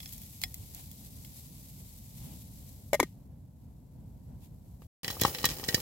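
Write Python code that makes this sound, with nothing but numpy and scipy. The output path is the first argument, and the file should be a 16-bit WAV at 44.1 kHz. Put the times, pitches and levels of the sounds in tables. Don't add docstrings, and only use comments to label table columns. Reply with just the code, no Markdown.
import sys
import numpy as np
from scipy import signal
from scipy.fft import rfft, irfft
from scipy.io import wavfile
from scipy.ndimage import uniform_filter1d

SR = 44100
rng = np.random.default_rng(int(sys.argv[2]) if len(sys.argv) > 2 else 0)


def dump_mix(stems):
    frames = np.atleast_2d(stems).T
    limited = np.clip(frames, -1, 1)
    pcm = np.round(limited * 32767).astype(np.int16)
    wavfile.write(sys.argv[1], SR, pcm)


N = 256220
TIME = np.arange(N) / SR
AGE = np.arange(SR // 6) / SR

# start/s, end/s
SILENCE_S = (4.869, 5.032)
# t/s, metal level/dB, brightest f/Hz, thump level/dB, enclosed air level/dB, steam level/dB,
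# steam time relative to the crack/s (negative: steam leaks first), level of wall ring under steam/dB,
# spilt water level/dB
POPS = [(5.1015, -32.5, 4430, -38, -42, -33.5, .006, -43, -51),
        (5.217, -29, 2000, -24, -43, -19.5, -0.0048, -28, -31.5),
        (5.250, -25.5, 2580, -23.5, -18, -37, 0.017, -47, -32.5),
        (5.442, -22.5, 3270, -28.5, -26.5, -19.5, .0112, -21, -35),
        (5.686, -24, 3620, -30, -49.5, -31, -0.0053, -49, -36),
        (5.7439, -19, 5800, -23, -49, -24, 0.0017, -49, -34)]
# f/Hz, t60/s, level/dB
POT_MODES = [(1578, 0.053, -1.5), (1896, 0.085, 1), (1844, 0.047, 5), (2356, 0.043, -10), (2920, 0.1, -16),
             (3003, 0.073, 1), (3330, 0.11, -4.5), (3840, 0.03, 0.5), (4065, 0.055, 3.5), (4590, 0.04, 0),
             (5035, 0.02, 7.5), (5370, 0.037, 5.5), (5440, 0.028, 0), (6350, 0.027, 1), (6580, 0.021, 0.5),
             (7870, 0.032, -2), (7520, 0.018, 6)]
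# f/Hz, level/dB
STEAM_COLOUR = [(2000, -25), (5000, -10.5), (7000, -0.5), (9000, -7.5), (11500, 3), (16000, 2.5)]
# f/Hz, level/dB
CRACK_COLOUR = [(300, -17), (1450, -11), (2100, -0.5), (5500, -3), (7500, -5), (9000, -9), (12000, -10.5)]


def pops():
    tear_s, jet_s = 0.0032, 0.0039
    jet_hz = 5500
    out = np.zeros((2, N))
    for s, metal_db, bright_hz, thump_db, air_db, steam_db, steam_offset_s, wall_db, _ in POPS:
        add(out, s, metal(metal_db, bright_hz, tear_s) + thump(thump_db, air_db))
        steam = undb(steam_db) * blow(colour(burst(jet_s), STEAM_COLOUR))
        add(out, s + steam_offset_s, steam + metal(wall_db, jet_hz, jet_s))
    return out


def metal(db, bright_hz, contact_s, ring_db=0, crack_db=-3, octave_db=4, ring_growth=0.33, full_db=-20,
          detune=0.01, spot_db=3):
    spot = [(hz * (1 + detune * rng.standard_normal()), t60_s, gain_db + spot_db * rng.standard_normal())
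            for hz, t60_s, gain_db in POT_MODES]
    wall = undb(ring_db + ring_growth * (db - full_db)) * ring(spot, contact_s)
    crack = blow(colour(burst(contact_s, tail_db=-19, tail_s=0.014), CRACK_COLOUR))
    struck = wall + undb(crack_db) * crack
    tilt = [(bright_hz / 4, -2 * octave_db), (bright_hz, 0), (bright_hz * 4, -2 * octave_db)]
    return undb(db) * blow(colour(struck, tilt))


def thump(db, air_db, push_s=0.0014, rattle_db=-24):
    # f/Hz, level/dB
    thump_colour = [(30, -34), (90, 4.5), (200, 1.5), (350, 1), (500, 1.5), (700, -2), (2000, -61)]
    # f/Hz, level/dB
    air_colour = [(250, -39), (500, 1), (660, -21.5), (800, 6.5), (1000, 2), (1200, 6.5), (1420, -12),
                  (2500, -41)]
    push = (AGE / push_s - 1) * np.exp(-AGE / push_s)
    tumble = undb(rattle_db) * np.exp(-AGE / 0.074) * rng.standard_normal(len(AGE))
    puff = (AGE == 0) + 0.015 * np.exp(-AGE / 0.012) * rng.standard_normal(len(AGE))
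    low = undb(db) * blow(colour(push + tumble, thump_colour))
    air = undb(air_db) * blow(colour(puff, air_colour))
    return low + air


def small_pops(air_db=-5.5, spray_db=-7, faint_db=-43, faint_thud_db=-51, faint_hz=4500, spread_db=3, count=24):
    # t/s, metal level/dB, brightest f/Hz, thud level/dB
    small_events = [(4.82, -61.5, 1600, -52.5), (5.033, -44.5, 5210, -49.5), (5.045, -32.5, 3180, -46),
                    (5.080, -28.5, 2750, -39.5), (5.168, -58, 1800, -40), (5.235, -26, 4500, -34),
                    (5.281, -41, 4000, -37.5), (5.348, -32, 2740, -43), (5.464, -35, 5000, -36),
                    (5.489, -33, 4000, -41.5), (5.501, -36, 5500, -46), (5.507, -36, 7000, -44),
                    (5.514, -39.5, 2590, -42), (5.597, -45, 1900, -43.5), (5.632, -56, 2500, -41.5),
                    (5.647, -42.5, 9000, -64), (5.726, -41, 2200, -44), (5.779, -50, 3000, -38)]
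    contact_s = 0.00063
    faint = []
    for _ in range(count):
        s = rng.uniform(SILENCE_S[1], TIME[-1])
        db = faint_db + spread_db * rng.standard_normal()
        bright_hz = faint_hz * 2 ** rng.uniform(-0.66, 1)
        thud_db = faint_thud_db + spread_db * rng.standard_normal()
        faint.append((s, db, bright_hz, thud_db))
    out = np.zeros((2, N))
    for s, db, bright_hz, thud_db in small_events + faint:
        spray = undb(db + spray_db) * blow(colour(burst(contact_s), STEAM_COLOUR))
        add(out, s, metal(db, bright_hz, contact_s) + thump(thud_db, thud_db + air_db) + spray)
    return out


def sizzle(level_db=-2.0, ring_db=-13, tick_db=-11.5):
    # f/Hz, level/dB
    sizzle_colour = [(24, -41.5), (40, -7), (130, -10), (290, -11), (516, -5), (646, -16), (810, -7),
                     (1020, -21), (1210, -18.5), (1410, -20.5), (1850, -21.5), (3560, -22.5), (5310, -18.5),
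                     (8550, -19.5), (16000, -12)]
    boil = bubbles(2700, 1.9)
    bass = signal.sosfiltfilt(signal.butter(2, 900, fs=SR, output="sos"), boil)
    crackle = unit(colour(boil - bass + bass[0], sizzle_colour))
    ticks = colour(bubbles(120, 2.6), CRACK_COLOUR)
    ringing = signal.fftconvolve(ticks, ring(POT_MODES, 0.00073), axes=1)[:, :N]
    ringing = unit(colour(ringing, [(1900, -8.5), (4000, -4)]))
    mix = crackle + undb(ring_db) * ringing + undb(tick_db) * unit(ticks)
    return mix * wetness() * undb(level_db + 0.61 * walk(38))


def wetness():
    steady_db, rise_s, boil_off_s = -41, 0.016, 0.045
    power = undb(steady_db) ** 2
    for s, *_, spill_db in POPS:
        age = np.maximum(TIME - s, 0)
        power = power + undb(spill_db) ** 2 * (1 - np.exp(-age / rise_s)) * np.exp(-age / boil_off_s)
    return np.sqrt(power)


def lean(x, share):
    # f/Hz, left minus right level/dB
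    balance = [(200, 0), (700, 3), (1300, 6), (2200, 5), (3300, 4.5), (4200, -4.5), (5400, -8), (7000, -4),
               (9500, 0.5), (16000, 4)]
    left = colour(x[0], [(hz, share * db / 2) for hz, db in balance])
    right = colour(x[1], [(hz, -share * db / 2) for hz, db in balance])
    return np.vstack([left, right])


def lid(ring_db=-1, crack_db=-8, scrape_db=-7, tail_db=-23, tail_s=0.033, clack_hz=975, clack_t60_s=0.012,
        left_db=1.4, count=3):
    # t/s, rim ring level/dB, hollow knock level/dB,
    # knock f/Hz, f it sinks to/Hz, glass clack level/dB, change per repeat/dB
    lid_events = [(2.9315, -25.5, -19.5, 594, 570, -37, -23), (2.9422, -29, -24, 600, 567, -39.5, -3.5),
                  (2.9957, -41, -30, 492, 463, -42, -20.5), (2.9997, -20.5, -29.5, 522, 420, -20, -20.5),
                  (3.0071, -37, -24, 388, 213, -39.5, -18.5), (3.0287, -31, -26.5, 545, 158.2, -38, -9)]
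    # f/Hz, t60/s, level/dB
    lid_modes = [(1197, 0.041, -9.5), (1555, 0.031, -5.5), (1876, 0.062, -8), (2077, .03, 2),
                 (2190, 0.027, 4.5), (2950, 0.02, -11), (3410, .035, -8.5), (3980, .035, -11.5),
                 (5370, 0.027, -7.5), (6200, .03, -10), (6640, 0.024, -7.5), (7600, 0.018, -3.5)]
    # f/Hz, level/dB
    scrape_colour = [(2000, -27.5), (5000, -13), (7300, 0.5), (8900, -11.5), (10500, 6), (12200, 2.5),
                     (16000, -8.5)]
    repeat_s, contact_s = 0.0048, 0.0019
    out = np.zeros((2, N))
    for s, db, hollow_db, hz, end_hz, clack_db, repeat_db in lid_events:
        for k in range(count):
            crack = undb(crack_db) * blow(colour(burst(contact_s), CRACK_COLOUR))
            rim = undb(ring_db) * ring(lid_modes, contact_s) + crack
            scrape = undb(scrape_db) * blow(colour(burst(contact_s), scrape_colour))
            glass = undb(clack_db) * ring([(clack_hz, clack_t60_s, 0)], contact_s)
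            air = undb(hollow_db) * knock(hz + (end_hz - hz) * k / count, end_hz)
            add(out, s + k * repeat_s, undb(k * repeat_db) * (undb(db) * (rim + scrape) + glass + air))
        tail = np.exp(-AGE / tail_s) * rng.standard_normal((2, len(AGE)))
        add(out, s, undb(db + tail_db) * blow(colour(tail, CRACK_COLOUR)))
    return out * undb([[left_db], [-left_db]])


def knock(hz, end_hz, t60_s=0.031, sink_s=0.007, rise_s=0.00023):
    pitch_hz = end_hz + (hz - end_hz) * np.exp(-AGE / sink_s)
    cycles = np.cumsum(pitch_hz) / SR
    swing = (1 - np.exp(-AGE / rise_s)) * np.exp(-np.log(1000) * cycles / (hz * t60_s))
    return blow(-np.sin(2 * np.pi * cycles) * swing)


def spits(ring_db=-3.0, crack_db=-4.0, count=8):
    # t/s, crack level/dB, spray level/dB
    loud = [(.003, -42.5, -58), (0.03, -47.5, -57), (.058, -41, -54), (0.416, -42, -35), (0.4365, -26, -32),
            (.542, -49, -35), (.747, -57, -38), (.914, -56, -43), (1.248, -50.5, -49)]
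    # f/Hz, t60/s, level/dB
    open_modes = [(747, 0.067, -10.5), (1890, 0.14, -15.5), (2090, 0.03, 4), (2560, 0.028, 0),
                  (3340, 0.051, 7.5), (3970, 0.024, -1), (4300, 0.01, 13.5), (5280, 0.058, 4.5),
                  (7520, 0.033, -3.5)]
    crack_s, spray_s = 0.00097, 0.0019
    faint_db, faint_spray_db, spread_db, drying_s = -56, -44, 1, 0.3
    faint = []
    for _ in range(count):
        s = min(drying_s * rng.exponential(), SILENCE_S[0])
        db = faint_db + spread_db * rng.standard_normal()
        faint.append((s, db, faint_spray_db + spread_db * rng.standard_normal()))
    out = np.zeros((2, N))
    for s, db, spray_db in loud + faint:
        crack = undb(crack_db) * blow(colour(burst(crack_s), CRACK_COLOUR))
        add(out, s, undb(db) * (crack + undb(ring_db) * ring(open_modes, crack_s)))
        add(out, s, undb(spray_db) * blow(colour(burst(spray_s), STEAM_COLOUR)))
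    return out


def fizz(flicker_db=0.8, left_db=1):
    # t/s, level/dB
    fizz_level = [(0, -50), (.3, -51.5), (2.7, -56), (3.35, -74.5), (4.86, -69)]
    # t/s, bright fizz level/dB, soft hiss level/dB, half width (to 1/e)/s
    swells = [(0.432, -43, -58, 0.013), (0.781, -62, -60, 0.039), (1.38, -62.5, -90, 0.066),
              (2.28, -59, -64.5, 0.11), (4.446, -62, -69.5, 0.029), (4.835, -69, -71, .018)]
    # f/Hz, level/dB
    fizz_colour = [(590, -44.5), (1000, -13), (1550, -18.5), (2100, -9.5), (2810, -9.5), (3840, -4.5),
                   (6400, -4), (7700, -1), (9280, -5.5), (11800, 2.5), (16000, -3.5)]
    # f/Hz, level/dB
    swell_colour = [(400, 11), (800, 27.5), (1300, 12.5), (3500, 22.5), (7000, -18), (16000, -27.5)]
    bright_gain = curve(fizz_level) + sum(hump(s, db, width_s) for s, db, _, width_s in swells)
    bright = unit(colour(bubbles(3700, 2.0), fizz_colour)) * bright_gain * undb(flicker_db * walk(25))
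    hiss_gain = sum(hump(s, db, width_s) for s, _, db, width_s in swells)
    hiss = hiss_gain * unit(colour(bubbles(1700, 1.6), swell_colour))
    return bright * undb([[left_db], [-left_db]]) + hiss


def rumble(side_db=-7, wander_db=1.0):
    # f/Hz, level/dB
    rumble_colour = [(20, -44), (32, -23), (45, -4), (60, 0), (140, -2.5), (200, -8.5), (265, -12),
                     (350, -26), (520, -27.5), (950, -33.5), (1200, -46), (4500, -57), (9000, -77)]
    # t/s, level/dB, half width (to 1/e)/s
    gusts = [(2.28, -48.5, 0.089), (4.3, -60.5, .08)]
    steady_db = -49.5
    mid, side = rng.standard_normal((2, N))
    side_colour = [(30, 1.0), (120, -11.0), (200, -4), (400, 1.5), (1400, 3.5)]
    side = colour(side, side_colour)[0] * undb(side_db)
    ears = unit(colour(np.array([mid + side, mid - side]), rumble_colour))
    gain = undb(steady_db) + sum(hump(*gust) for gust in gusts)
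    return ears * gain * undb(wander_db * walk(14))


def bubbles(rate_hz, spread_db):
    bursts = rng.random(N) < rate_hz / SR
    sizes = undb(spread_db * np.minimum(rng.exponential(size=N), 6))
    power = signal.lfilter([1], [1, -np.exp(-1 / (0.0018 * SR))], bursts * sizes ** 2)
    return unit(np.sqrt(power) * rng.standard_normal((2, N)))


def burst(decay_s, tail_db=-22, tail_s=0.0086):
    decay_s = max(decay_s, .0003)
    rise = 1 - np.exp(-2 * AGE / decay_s)
    fall = np.exp(-AGE / decay_s) + undb(tail_db) * np.exp(-AGE / tail_s)
    return rise * fall * rng.standard_normal((2, len(AGE)))


def ring(modes, contact_s, scatter_db=2.5, apart_hz=2500):
    hz, t60_s, db = np.transpose(modes)[:, :, None, None]
    apart = np.minimum(hz / apart_hz, 2) ** 2
    phase = rng.standard_normal((len(modes), 2, 1)) * apart
    gain = undb(db + scatter_db * np.minimum(apart, 1) * rng.standard_normal((len(modes), 2, 1)))
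    detune = 1 + .003 * rng.standard_normal((len(modes), 1, 1))
    decay = np.exp(-np.log(1000) * AGE / t60_s)
    waves = gain * decay * np.sin(2 * np.pi * hz * detune * AGE + phase)
    return blow(waves.sum(0) * (1 - np.exp(-2 * AGE / max(contact_s, .0003))))


def colour(x, points, size=4096):
    hz, db = np.transpose(points)
    grid_hz = np.fft.rfftfreq(size, 1 / SR) + 1
    log_gain = np.log(undb(np.interp(np.log(grid_hz), np.log(hz), db)))
    cepstrum = irfft(log_gain)[:size // 2] * np.r_[1, np.full(size // 2 - 1, 2)]
    response = irfft(np.exp(rfft(cepstrum, size)))
    return signal.fftconvolve(np.atleast_2d(x), response[None], axes=1)[:, :x.shape[-1]]


def undb(db):
    return 10 ** (np.asarray(db) / 20)


def curve(rows):
    return undb(np.interp(TIME, *np.transpose(rows)))


def hump(s, db, width_s):
    return undb(db) * np.exp(-((TIME - s) / width_s) ** 2)


def walk(rate_hz):
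    k = int(SR / rate_hz)
    steps = np.repeat(rng.standard_normal(N // k + 1), k)
    return np.sqrt(2) * uniform_filter1d(steps, k)[:N]


def unit(x):
    return x / np.sqrt(np.mean(x ** 2))


def blow(x):
    return unit(x) * np.sqrt(.005 * SR / x.shape[-1])


def add(out, s, x):
    start = max(int(s * SR), 0)
    out[:, start:start + x.shape[-1]] += x[:, :N - start]


def scene():
    before, after = TIME < SILENCE_S[0], TIME > SILENCE_S[1]
    heating = (fizz() + spits() + lid()) * before
    popping = lean(pops() + small_pops(), share=1.03) + lean(sizzle(), share=0.78) * after
    gate = uniform_filter1d(1. * (before | after), size=64)
    return (heating + popping + rumble()) * gate


def record(dry):
    top_hz = 16000
    return signal.sosfilt(signal.ellip(8, .2, 70, top_hz, fs=SR, output="sos"), dry)


dry = scene()
out = record(dry)
dump_mix(out)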